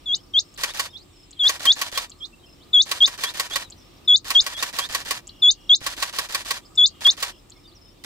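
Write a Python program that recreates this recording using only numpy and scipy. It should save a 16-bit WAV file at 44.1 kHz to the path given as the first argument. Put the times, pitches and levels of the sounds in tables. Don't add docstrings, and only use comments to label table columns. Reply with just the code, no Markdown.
import sys
import numpy as np
from scipy import signal
from scipy.fft import rfft, irfft, next_fast_len
from scipy.io import wavfile
from scipy.ndimage import uniform_filter1d, map_coordinates

SR = 44100
rng = np.random.default_rng(int(sys.argv[2]) if len(sys.argv) > 2 else 0)


def transcribe(u):
    v = np.clip(np.atleast_2d(u).T, -1, 1)
    q = np.round(v * 32767).astype(np.int16)
    wavfile.write(sys.argv[1], SR, q)


N = 354991


def amp(db):
    return 10 ** (np.asarray(db) / 20)


def unit(x):
    return x / np.sqrt(np.mean(x ** 2) + 1e-20)


def along(points, hz):
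    f, v = np.transpose(points)
    return np.interp(np.log(hz + 1), np.log(f + 1), v)


def filtered(x, response):
    n = x.shape[-1]
    m = next_fast_len(n + 4096)
    spectrum = rfft(x, m) * response(np.fft.rfftfreq(m, 1 / SR))
    return irfft(spectrum, m)[..., :n]


def wobble(rate):
    knots = rng.standard_normal(int(N * rate / SR) + 4)
    return map_coordinates(knots, [np.arange(N) * rate / SR])


def add(track, s, sound):
    i = round(s * SR)
    sound = sound[..., max(-i, 0):max(N - i, 0)]
    track[..., max(i, 0):max(i, 0) + sound.shape[-1]] += sound


def sides(db):
    return amp(np.array([[.5], [-.5]]) * db)


def pair(n, alike):
    def shares(hz):
        turn = np.arccos(np.clip(along(alike, hz), -1, 1)) / 2
        return np.array([np.cos(turn), np.sin(turn)])

    mid, side = filtered(rng.standard_normal((2, n)), shares)
    return np.array([mid + side, mid - side])


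def scatter(x, db):
    # frequency in Hz, time to fall 60 dB in seconds.
    ground = [(3000, 0.04), (5000, .11), (8000, 0.022)]
    hz, t, z = signal.stft(rng.standard_normal((2, SR // 4)), SR, nperseg=128)
    decay = amp(-60 * t / along(ground, hz)[:, None])
    tail = signal.istft(z * decay, SR, nperseg=128)[1]
    tail = tail / np.linalg.norm(tail, axis=1, keepdims=True)
    tail = np.pad(tail, ((0, 0), (60, 0)))
    wet = signal.fftconvolve(x, tail, axes=1)
    return amp(db) * wet + np.pad(x, ((0, 0), (0, wet.shape[1] - x.shape[1])))


def glide(length, hz, db):
    u = np.linspace(0, 1, round(length * SR))
    pitch = np.polyval(np.polyfit([0, .5, 1], hz, deg=2), u)
    swell = np.sqrt(np.abs(np.sin(np.pi * u)))
    return amp(db) * swell * np.sin(2 * np.pi * np.cumsum(pitch) / SR)


def air():
    # frequency in Hz, relative level in dB.
    air_colour = [(35, -34.5), (60, -3), (334, -8), (422, -11.5), (1210, -19), (1570, -24), (5220, -24),
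                  (5870, -26.5), (8960, -34.5), (9840, -37), (15000, -30), (16500, -44.5)]
    # frequency in Hz, left-right likeness from 0 to 1.
    air_alike = [(40, 0.93), (130, 0.84), (400, .3), (3000, .15), (15000, 0)]
    # centre in Hz, width in Hz, level in dB.
    bands = [(7700, 1300, -70.5), (40.4, 12, -59), (93, 30, -62.5), (8950, 400, -73), (3200, 1900, -65.5),
             (1204, 140, -68.5), (349, 41, -63), (287.7, 10, -65.5)]
    gust_db = 1.2
    hiss = unit(filtered(pair(N, air_alike), lambda f: amp(along(air_colour, f))))
    floor = amp(-54.0 + gust_db * wobble(2.4)) * hiss
    for centre, width, db in bands:
        band = unit(filtered(pair(N, air_alike), lambda f: np.exp(-2 * ((f - centre) / width) ** 2)))
        swell_db = 3.5 * wobble(4) * (1000 < centre < 8000)
        floor = floor + amp(db + swell_db) * band
    return floor


def chatter(count):
    blend = np.zeros((2, N))
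    for u, v in zip(rng.random((count, 3)), rng.standard_normal((count, 4))):
        hz = (2400 + 1600 * u[1]) * (1 + .06 * np.cumsum(v[:3]))
        length = .015 + .035 * u[2]
        add(blend, u[0] * N / SR, glide(length, hz, -68 + 3 * v[3]) * sides(3 * v[0]))
    return scatter(blend, -2)[:, :N]


def cricket():
    # pitch in Hz, typical level in dB, chirps as (start, end) in seconds.
    crickets = [(5260, -55, [(.19, .255), (.44, .55), (.895, .965), (1.15, 1.25), (2.18, 2.25),
                (2.45, 2.545), (3.775, 3.87), (4.04, 4.1), (5.385, 5.445), (6.74, 6.81), (7.305, 7.4),
                (7.555, 7.66), (7.805, 7.905)]), (5500, -61.5, [(-.01, .05), (.255, .35), (1.12, 1.15),
                (2.54, 2.6), (3.825, 3.95), (5.25, 5.38), (5.595, 5.695), (7.52, 7.555), (7.91, 7.945)])]
    strokes_hz = 29.5
    out = np.zeros((2, N))
    for hz, db, chirps in crickets:
        for start, end in chirps:
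            t = np.arange(0, end - start, 1 / SR)
            cycle = 2 * np.pi * strokes_hz * t
            strokes = np.clip(.6 - np.cos(cycle), 0, 1)
            rough = 1 + .4 * unit(uniform_filter1d(rng.standard_normal(len(t)), size=90))
            tone = np.sin(2 * np.pi * hz * t - 1.8 * np.cos(cycle))
            chirp = amp(rng.normal(db, 1.2)) * strokes * rough * tone
            add(out, start, scatter(chirp * sides(2), -8.5))
    return out


def songbirds():
    # start in seconds, level in dB.
    chips = [(0.541, -49), (1.3087, -45), (2.0967, -42), (3.7011, -41.5), (5.2714, -38.5), (6.755, -42.5),
             (7.4986, -46)]
    # lag in seconds, length in seconds, start, middle and end pitch in Hz,
    # level in dB on top of the chip's own.
    chip_parts = [(0, 0.0011, 8280, 6600, 4800, 7.5), (.004, 0.0034, 7730, 7580, 6460, 7.5),
                  (0.018, .006, 2900, 3300, 3800, -3), (0.021, 0.0062, 5050, 4180, 3980, 4)]
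    # start in seconds, length in seconds, start, middle and end pitch in Hz,
    # level in dB.
    whistles = [(0.158, 0.048, 3060, 2990, 3410, -50.5), (0.882, 0.062, 3370, 3700, 3560, -51),
                (0.98, 0.057, 4020, 4250, 5600, -51), (1.362, 0.12, 3370, 2980, 3080, -46),
                (2.328, .022, 2700, 2680, 2780, -51), (2.433, 0.025, 3200, 3140, 3160, -50),
                (2.467, .035, 2640, 2820, 2650, -55), (2.6, .048, 2960, 3650, 5360, -52.5),
                (3.63, 0.051, 4340, 3910, 3840, -46), (3.764, .076, 5450, 5820, 3840, -59.5),
                (3.96, .03, 3000, 5700, 3050, -58), (6.648, 0.024, 3980, 5290, 4070, -49),
                (7.638, 0.035, 3900, 3630, 3680, -52), (7.668, 0.034, 4420, 4770, 3920, -51.5),
                (7.712, 0.026, 3200, 3880, 4830, -54), (7.748, 0.035, 6030, 5400, 4650, -51.5),
                (7.96, .035, 2920, 3870, 5840, -63)]
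    # start in seconds, end in seconds, level in dB.
    trills = [(5.249, 5.718, -55.5), (6.874, 7.012, -57), (7.311, 7.387, -57)]
    trill_hz, waver_hz, wavers_per_s = 3060, 290, 58
    out = np.zeros((2, N))
    for s, db in chips:
        chip = np.zeros((2, SR // 20))
        for lag, length, *hz, part_db in chip_parts:
            add(chip, lag, glide(length, hz, db + part_db) * sides(1.5))
        add(out, s, scatter(chip, -8.5))
    for s, length, *hz, db in whistles:
        add(out, s, scatter(glide(length, hz, db) * sides(rng.normal(0, 2)), -6.5))
    for start, end, db in trills:
        t = np.arange(0, end - start, 1 / SR)
        waver = np.sin(2 * np.pi * wavers_per_s * t + 1.8 * wobble(30)[:len(t)])
        phase = 2 * np.pi * np.cumsum(trill_hz + waver_hz * waver) / SR
        note = amp(db) * signal.windows.tukey(len(t), .2) * np.sin(phase)
        add(out, start, scatter(note * sides(0.83), -6))
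    return out


def camera():
    # first mirror slap in seconds, last mirror slap in seconds.
    bursts = [(.6334, .794), (1.4919, 1.9736), (2.9129, 3.5565), (4.3025, 5.1071), (5.8628, 6.506),
              (7.0647, 7.2252), (8.096, 8.096)]
    # seconds from the slap, rattle level in dB, rattle's time to fall
    # 60 dB in seconds, tilt in dB per octave, ring level in dB.
    blows = [(-.0575, -16.5, .014, 0, -54.5), (-.047, -25.5, .03, -8.5, -38), (-.023, -20, .06, 0.5, -53.5),
             (.0005, -4, .02, .5, -24), (.0025, -4, .02, 1.5, -20.5), (.007, -5, 0.037, -2, -34.5),
             (.012, -19.5, .03, 3, -64), (0.054, -31.5, .025, 3.5, -57.5), (.0605, -41, 0.017, 1.5, -37.5),
             (.069, -27, .025, -5, -47.5)]
    # frequency in Hz, typical level in dB, time to fall 60 dB in seconds.
    case_modes = [(552, -10.5, 0.03), (974, -23, 0.37), (1120.7, 0.5, 0.051), (1586, -13, 0.069),
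                  (1895, -2, 0.067), (2338, -5.5, 0.098), (4003, -3, 0.025), (4557, 6.5, 0.015)]
    # frequency in Hz, level in dB.
    clack = [(180, -33), (300, -20.5), (1070, -11.5), (2930, -2), (4610, -3), (6560, -6.5), (12400, -12.5),
             (15700, -18), (16500, -35.5)]
    # frequency in Hz, relative level in dB.
    whir_colour = [(180, -31.5), (440, -13), (500, -7.5), (1090, -5.5), (1660, -2.5), (1810, 2.5),
                   (1990, -5), (3530, -1), (5100, -4), (6780, -7), (10500, -13.5), (15200, -21),
                   (16500, -42.5)]
    # frequency in Hz, left minus right in dB.
    camera_side = [(60, -2.5), (150, -11), (380, -2), (950, -2.5), (2380, 1.5), (5980, -2.5), (15000, -4.5)]
    # frequency in Hz, left-right likeness from 0 to 1.
    camera_alike = [(500, 0.98), (3000, 0.54), (8000, 0.11), (15000, 0.28)]
    # frequency in Hz, lead of the left in radians (below 0 it lags).
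    camera_lead = [(0, -0.5), (1100, -0.74), (3620, -3), (5170, -7.5), (7920, -29.5), (11500, -28),
                   (16400, -42)]
    frame_s = .1608
    drive_db, on_s, off_s = -34.5, -0.059, 0.072
    spin_up_s, run_down_db_per_s = 0.0098, 679
    jolt_db, jolt_s, jolt_width_s = 5.5, 0.012, 0.013

    drive, rattles, rings = np.zeros((2, N)), np.zeros((2, N)), np.zeros(N)
    t = np.arange(on_s, on_s + frame_s, 1 / SR)
    jolt = jolt_db * np.exp(-((t - jolt_s) / jolt_width_s) ** 2)
    run_db = drive_db + jolt - run_down_db_per_s * np.maximum(t - off_s, 0)
    motor = np.clip((t - on_s) / spin_up_s, 0, 1) ** 2 * amp(run_db)

    short = np.arange(SR // 10) / SR
    rise = 1 - np.exp(-short / 0.0015)
    half = len(short) // 2
    for first, last in bursts:
        for s in np.linspace(first, last, round((last - first) / frame_s) + 1):
            add(drive, s + t[0], motor)
            for lag, db, t60, tilt_db, ring_db in blows:
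                decay = (rise * amp(-60 * short / t60))[:half]
                rattle = pair(half, camera_alike) * decay
                rattle = filtered(rattle, lambda f: amp(tilt_db * np.log2((f + 50) / 3000)))
                add(rattles, s + lag, amp(db) * rattle)
                ring = np.zeros(len(short))
                for hz, level, mode_t60 in case_modes:
                    fall_db = level + rng.normal(0, 1.2) - 60 * short / mode_t60
                    ring += amp(fall_db) * np.sin(2 * np.pi * hz * short)
                add(rings, s + lag, amp(ring_db) * rise * ring)

    teeth = amp(1.7 * wobble(500))
    noise = unit(filtered(pair(N, camera_alike), lambda f: amp(along(whir_colour, f))))
    whir = drive * teeth * noise
    both = whir + rings + filtered(rattles, lambda f: amp(along(clack, f)))

    def placing(f):
        lead = np.interp(f, *np.transpose(camera_lead)) * np.array([[.5], [-.5]])
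        return sides(along(camera_side, f)) * np.exp(1j * lead)

    return filtered(both, placing)


def quail(notes, wet_db, lead, dull_db, pans_db, full_db):
    # time in seconds, pitch in Hz, relative level in dB.
    flick = [(-.007, 3750, 1), (-.0035, 4330, -4), (0, 5200, -13.5), (.003, 6260, -7), (.007, 6500, -13.5),
             (.012, 6900, -17), (.017, 7650, -22.5), (.021, 7700, -55)]
    # start pitch in Hz, lowest point in seconds before the flick
    # (at most 0.8 of the length), even climb from there in Hz, start level in dB, build-up in seconds.
    note_shapes = [(3500, 0.045, 140, -13, 0.0073), (3300, 0.076, 270, -14, 0.015)]
    # multiple of the pitch, level in dB before it fades and wavers.
    overtones = [(2, -31.5), (3, -50.5)]
    drop_in_hz, drop_in_s, bend = 910, .0025, 3.6
    swell_db_per_s, soft_swell = 33, 4.4
    onset_s = .0042
    fade_db, flutter_db = 20, 3.5

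    out, flutter = np.zeros((2, N)), wobble(700)
    at, hz, fade = np.transpose(flick)
    for k, (s, length, low_hz, db) in enumerate(notes):
        start_hz, turn, climb_hz, start_db, build = note_shapes[k % 2]
        turn = min(turn, 0.8 * length)
        t = np.arange(-length, at[-1], 1 / SR)
        age = t + length

        u = np.clip((t + turn) / (turn + at[0]), 0, 1)
        fall = np.interp(t, [-length, -turn], [start_hz, low_hz])
        climb = climb_hz * u + (hz[0] - low_hz - climb_hz) * u ** bend
        jump = np.interp(t, at, hz) - hz[0]
        pitch = uniform_filter1d(fall + climb + jump, size=66)
        pitch = pitch + drop_in_hz * np.exp(-age / drop_in_s)

        swell = swell_db_per_s + soft_swell * max(full_db - db, 0)
        level = db + start_db * np.exp(-age / build) + swell * np.minimum(t + 0.0033, 0)
        level = level + np.interp(t, [-.012, *at], [0, *fade])

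        waver = wobble(92)[:len(t)]
        phase = 2 * np.pi * np.cumsum(pitch) / SR + np.array([[lead], [0]])
        high = np.clip((pitch - 3750) / 900, 0, 1)
        tone = np.sin(phase)
        for m, over_db in overtones:
            over = amp(over_db - fade_db * high + 2.1 * waver) * np.sin(m * phase)
            tone = tone + over * (m * pitch < SR / 2)
        breakup = flutter_db * high * flutter[round((s - length) * SR):][:len(t)]
        tone = tone * amp(breakup + dull_db * np.log2(pitch / 3400))

        onset = np.tanh(age / onset_s) ** 2
        note = np.sqrt(2) * onset * amp(level) * tone * sides(pans_db[k % 2])
        add(out, s - length, scatter(note, wet_db))
    return out


def scene():
    # flick in seconds, length before it in seconds,
    # lowest pitch in Hz, level in dB.
    near_notes = [(.152, .097, 3260, -17), (.396, 0.062, 3140, -11.5), (1.485, .095, 3260, -11),
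                  (1.724, 0.063, 3142, -6), (2.821, 0.092, 3296, -5), (3.062, .06, 3190, -3.5),
                  (4.165, 0.091, 3328, -4.5), (4.408, 0.062, 3198, -2.5), (5.510, 0.092, 3342, -5.5),
                  (5.753, 0.062, 3246, -1), (6.864, 0.092, 3350, -5.5), (7.107, 0.061, 3233, -2)]
    # the same columns, flick and length in seconds, pitch in Hz, level in dB.
    far_notes = [(.722, 0.052, 3300, -40), (.978, 0.052, 3206, -36), (2.0, 0.06, 3250, -32.5),
                 (2.256, 0.055, 3174, -31), (3.301, 0.081, 3250, -31), (3.555, .052, 3220, -28.5),
                 (4.605, 0.071, 3296, -31.5), (4.86, 0.059, 3180, -30)]
    background = air() + chatter(count=220) + cricket() + songbirds()
    far = quail(far_notes, wet_db=-6, lead=-1.1, dull_db=-10, pans_db=(-3, -5.5), full_db=-17.0)
    near = quail(near_notes, wet_db=-13, lead=0.68, dull_db=-1.0, pans_db=(3, 1.4), full_db=5.0)
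    return background + camera() + far + near


def record(dry):
    limit_db, grip_s, let_go_db_per_s = -7.5, .006, 79
    spared_hz, top_hz = 400, 16800
    envelope = np.abs(signal.hilbert(dry, next_fast_len(N))[:, :N]).max(axis=0)
    loud_db = 20 * np.log10(envelope + 1e-9)
    over_db = np.maximum(uniform_filter1d(loud_db, size=88) - limit_db, 0)
    release_db = let_go_db_per_s * np.arange(N) / SR
    cut_db = np.maximum.accumulate(over_db + release_db) - release_db
    keep = np.exp(-1 / (grip_s * SR))
    smooth_cut_db = signal.lfilter([1 - keep], [1, -keep], cut_db)
    bass = filtered(dry, lambda hz: 1 / (1 + (hz / spared_hz) ** 4))
    held = bass + (dry - bass) * amp(-smooth_cut_db)
    return filtered(held, lambda hz: (hz < top_hz) * amp(-8 * np.clip((hz - 15700) / 300, 0, 1)))


dry = scene()
out = record(dry)
transcribe(out)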